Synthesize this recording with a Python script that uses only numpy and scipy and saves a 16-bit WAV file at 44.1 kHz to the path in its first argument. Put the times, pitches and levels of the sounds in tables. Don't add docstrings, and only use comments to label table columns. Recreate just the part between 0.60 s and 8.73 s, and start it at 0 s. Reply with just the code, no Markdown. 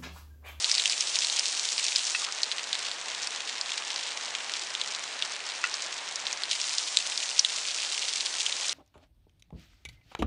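import sys
import numpy as np
from scipy import signal
from scipy.io import wavfile
from scipy.ndimage import uniform_filter1d

SR = 44100
rng = np.random.default_rng(int(sys.argv[2]) if len(sys.argv) > 2 else 0)


def dump_mix(stems):
    frames = np.atleast_2d(stems).T
    limited = np.clip(frames, -1, 1)
    pcm = np.round(limited * 32767).astype(np.int16)
    wavfile.write(sys.argv[1], SR, pcm)


def linear_from_db(decibels):
    return 10 ** (np.asarray(decibels, float) / 20)


N = 358533


def evened(x):
    return x / np.sqrt(np.mean(x ** 2) + 1e-20)


def add(mix, s, sound):
    part = mix[round(s * SR):][:len(sound)]
    part += sound[:len(part)]


def band(x, low_hz, high_hz):
    return signal.sosfilt(signal.butter(3, [low_hz, high_hz], "band", fs=SR, output="sos"), x)


def snap(hz, cycles, crack_db, scatter_db, t60):
    t = np.arange(1300) / SR
    turns = t[:300] * hz
    shape = turns / max(cycles, 0.8) * 2.84
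    envelope = shape * np.exp(1 - shape)
    burst = envelope * np.sin(2 * np.pi * (turns + rng.random()))

    crack = rng.standard_normal(300) * np.exp(-t[:300] / 0.00023)
    crack = np.convolve(crack, np.diff(np.hanning(9)), "same")
    crack /= abs(crack).max()
    front = burst + linear_from_db(crack_db) * crack

    present = (rng.random(len(t)) < 0.12) * (t > 0.0009)
    sign = rng.choice([-1.0, 1.0], len(t))
    echoes = present * sign * linear_from_db(scatter_db - 60 * t / t60)
    echoes[0] = 1
    return np.convolve(front / abs(front).max(), echoes)


# peak time in seconds, peak level in dB, pitch in Hz.
NEAR_DROPS = [(0.0445, -5.5, 4400), (0.1155, -3.5, 5170), (0.1516, -7.5, 4430), (0.1814, -8.5, 4700),
              (0.198, -8.5, 3750), (0.2575, -5, 3200), (0.2979, -8, 4630), (0.4083, -5.5, 5300),
              (0.4834, -16.5, 4430), (0.5566, -7.5, 4280), (0.589, -7.5, 5890), (0.6478, -8, 4060),
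              (0.6994, -10, 3940), (0.7946, -7, 5270), (0.8571, -9, 4030), (0.9961, -8, 4350),
              (1.1805, -10, 4690), (1.2432, -10, 5760), (1.2663, -9, 5210), (1.3607, -4, 5200),
              (1.3934, -11, 4360), (1.4529, -12, 5500), (1.7244, -13.5, 5400), (1.819, -16, 4720),
              (1.833, -7.5, 4260), (1.9158, -11.5, 4230), (1.9833, -13, 4370), (2.1301, -9.5, 3620),
              (2.1533, -13, 3940), (2.1922, -12, 4890), (2.3153, -11.5, 4200), (2.549, -14, 3670),
              (2.6327, -13, 5100), (2.6727, -12, 4820), (2.8055, -16, 4600), (2.896, -14, 4100),
              (3.0126, -8.5, 4530), (3.1193, -12, 3350), (3.179, -13, 4630), (3.3046, -12, 3690),
              (3.3613, -12, 4420), (3.52, -16, 4530), (3.6114, -15, 4530), (3.7514, -11, 2870),
              (3.9382, -11.5, 3400), (4.1512, -10.5, 3550), (4.215, -10, 3720), (4.3494, -13.5, 3760),
              (4.6239, -9.5, 3300), (5.1418, -12.5, 4670), (5.5588, -11.5, 5650), (5.6684, -11.5, 3480),
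              (5.7291, -12, 5000), (5.821, -20, 3940), (5.8358, -11, 4600), (5.913, -8.5, 3370),
              (5.9313, -11.5, 4150), (6.0154, -10, 5050), (6.0946, -12, 5300), (6.1834, -8.5, 4610),
              (6.3716, -2, 3830), (6.5774, -8.5, 5160), (6.7937, 1, 5900), (6.7957, -2.5, 5060),
              (6.8487, -4, 3650), (7.3938, -14, 5710), (7.6076, -8.5, 4250), (7.6615, -12, 4400),
              (7.807, -10, 3580), (7.8644, -10.5, 2950), (7.9253, -10, 3560), (8.0947, -10.5, 3740)]


def near_drops():
    out = np.zeros(N)
    for peak_s, db, hz in NEAR_DROPS:
        cycles = 4.1 + 0.2 * db + rng.uniform(-0.5, 0.5)
        drop = snap(hz, cycles, crack_db=-2.5, scatter_db=-17, t60=0.037)
        add(out, peak_s - 0.0004, linear_from_db(db) * drop)
    return out


# start in seconds, peak level of the ringing in dB before its filter, change of the low modes in dB.
HOLLOW_KNOCKS = [(1.5487, -10.5, -10), (1.561, -23, -16), (5.0401, -8, -1.5), (5.0507, -16.5, -4),
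                 (5.068, -25, -1)]
# pitch in Hz, relative level in dB, time to fall by 60 dB in seconds.
HOLLOW_MODES = [(1200, -13, 0.049), (1453, 2.5, 0.027), (1930, 5.5, 0.014), (2616, 1, 0.029),
                (4100, -4, .012)]


def knocks():
    out = np.zeros(N)
    t = np.arange(2000) / SR
    for s, db, low_db in HOLLOW_KNOCKS:
        ring = np.zeros(len(t))
        for hz, level_db, t60 in HOLLOW_MODES:
            mode_db = level_db + low_db * (hz < 2300)
            ring += linear_from_db(mode_db - 60 * t / t60) * np.sin(2 * np.pi * hz * t)
        blows = 0.32 * rng.standard_normal(200) * (rng.random(200) < 0.03)
        blows[0] = 1.4
        knock = np.convolve(ring, blows)
        add(out, s, linear_from_db(db) * knock / abs(knock).max())
        crack = snap(hz=2900, cycles=1.1, crack_db=-5, scatter_db=-9, t60=0.025)
        add(out, s + 0.0006, linear_from_db(db - 5) * crack)
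    return band(out, low_hz=1050, high_hz=7050)


# pitch in Hz, relative level in dB.
PATTER_PITCHES = [(1500, -24), (2200, -13.5), (3000, 1.5), (3900, 5.6), (5000, 4.5), (6300, 5), (8000, -14)]


def patter(per_s, spread_db):
    drift = evened(uniform_filter1d(rng.standard_normal(N), size=900))
    clumps = linear_from_db(5.0 * np.minimum(drift, 1.4))
    out = np.zeros(N)
    for hz, db in PATTER_PITCHES * 4:
        lands = rng.random(N) < per_s * clumps / (4 * len(PATTER_PITCHES) * SR)
        size = linear_from_db(db + spread_db * np.minimum(rng.exponential(1, N), 3.1))
        pitch = hz * rng.uniform(0.9, 1.1)
        cycles = rng.uniform(1.0, 2.1)
        drop = snap(pitch, cycles, crack_db=-3.5, scatter_db=-11.5, t60=0.015)
        out += signal.oaconvolve(lands * size, drop)[:N]
    return evened(out)


def hiss(spectrum, patchy_db, flicker_db):
    frames, bin_hz = N // 128 + 5, np.fft.rfftfreq(512, 1 / SR)
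    real, imaginary, patches = rng.standard_normal((frames, 257, 3)).T
    patches = uniform_filter1d(patches, size=8, axis=0)
    patches = evened(uniform_filter1d(patches, size=12, axis=1))
    flicker = evened(uniform_filter1d(rng.standard_normal(frames), size=4))
    hz, db = np.transpose(spectrum)
    colour_db = np.interp(np.log(bin_hz + 1), np.log(hz), db, left=-60)[:, None]
    level_db = colour_db + patchy_db * patches + flicker_db * flicker
    spectra = (real + 1j * imaginary) * linear_from_db(level_db)
    return evened(signal.istft(spectra, nperseg=512, noverlap=384)[1][:N])


# frequency in Hz, relative density in dB per Hz.
SPRAY_SPECTRUM = [(1000, -39), (2000, -11), (3500, 1), (5500, 4), (7000, 2), (9000, -4.5), (10200, -15),
                  (10900, -35)]


def spray():
    return hiss(SPRAY_SPECTRUM, patchy_db=1.0, flicker_db=0.6)


# frequency in Hz, relative density in dB per Hz.
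WASH_SPECTRUM = [(24, -60), (40, -28), (152, -20), (502, -3.5), (841, 0.5), (1370, 0), (2000, 1),
                 (4040, -2.5), (6300, -20.5), (8350, -50), (10100, -35), (10800, -47), (14000, -64),
                 (22000, -120)]


def far_wash():
    return hiss(WASH_SPECTRUM, patchy_db=0.84, flicker_db=0.5)


# start in seconds, peak level in dB, pitch at the start in Hz, pitch at the end in Hz,
# length in seconds.
SOFT_TONES = [(1.586, -45.5, 1266, 1134, 0.082), (1.652, -42, 1200, 1333, 0.065),
              (5.635, -33.5, 755, 830, 0.011)]


def blips():
    out = np.zeros(N)
    for s, db, start_hz, end_hz, length_s in SOFT_TONES:
        hz = np.linspace(start_hz, end_hz, round(length_s * SR))
        grain = 1 + 1.4 * evened(uniform_filter1d(rng.standard_normal(len(hz)), size=90))
        tone = np.sin(2 * np.pi * np.cumsum(hz) / SR)
        add(out, s, linear_from_db(db) * grain * np.hanning(len(hz)) * tone)
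    return band(out, low_hz=550, high_hz=2000)


def dull():
    from_s, to_s, edge_s = 1.652, 5.9, 0.01
    t = np.arange(N) / SR
    return np.clip(np.minimum(t - from_s, to_s - t) / edge_s + 0.5, 0, 1)


def scene():
    dulled = dull()
    fade_db = 0.446 * np.arange(N) / SR
    small_drops = linear_from_db(-31.5 - 5.5 * dulled - fade_db) * patter(per_s=950, spread_db=5.5)
    spray_layer = linear_from_db(-34.5 - 8.5 * dulled - fade_db) * spray()
    wash_layer = linear_from_db(-42.5 + 1.5 * dulled) * far_wash()

    drops = near_drops() + small_drops
    bright_drops = band(drops, low_hz=2130, high_hz=9750)
    dull_drops = band(drops, low_hz=1570, high_hz=8540)
    drips = (1 - dulled) * bright_drops + dulled * dull_drops
    return (drips + knocks() + spray_layer + wash_layer + blips())[None]


def top_cut(x):
    return signal.sosfilt(signal.butter(12, 11170, fs=SR, output="sos"), x)


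def record(dry):
    threshold_db, recovery_db_per_s = -17.5, 49.0
    power_db = 10 * np.log10(abs(uniform_filter1d(dry[0] ** 2, size=200)) + 1e-12)
    fall_db = np.arange(N) * recovery_db_per_s / SR
    held_db = np.maximum.accumulate(power_db + fall_db) - fall_db
    over_db = np.maximum(held_db - threshold_db, 0)
    late_db = np.roll(uniform_filter1d(over_db, size=200), shift=200)
    ducked = dry / linear_from_db(0.4 * late_db)
    rounded = ducked / (1 + (ducked / 0.92) ** 8) ** 0.125
    edge = signal.firwin(301, 10566, window=("kaiser", 9), fs=SR)  # low-pass, Hz
    return top_cut(signal.oaconvolve(rounded, edge[None], "same"))


dry = scene()
out = record(dry)
dump_mix(out)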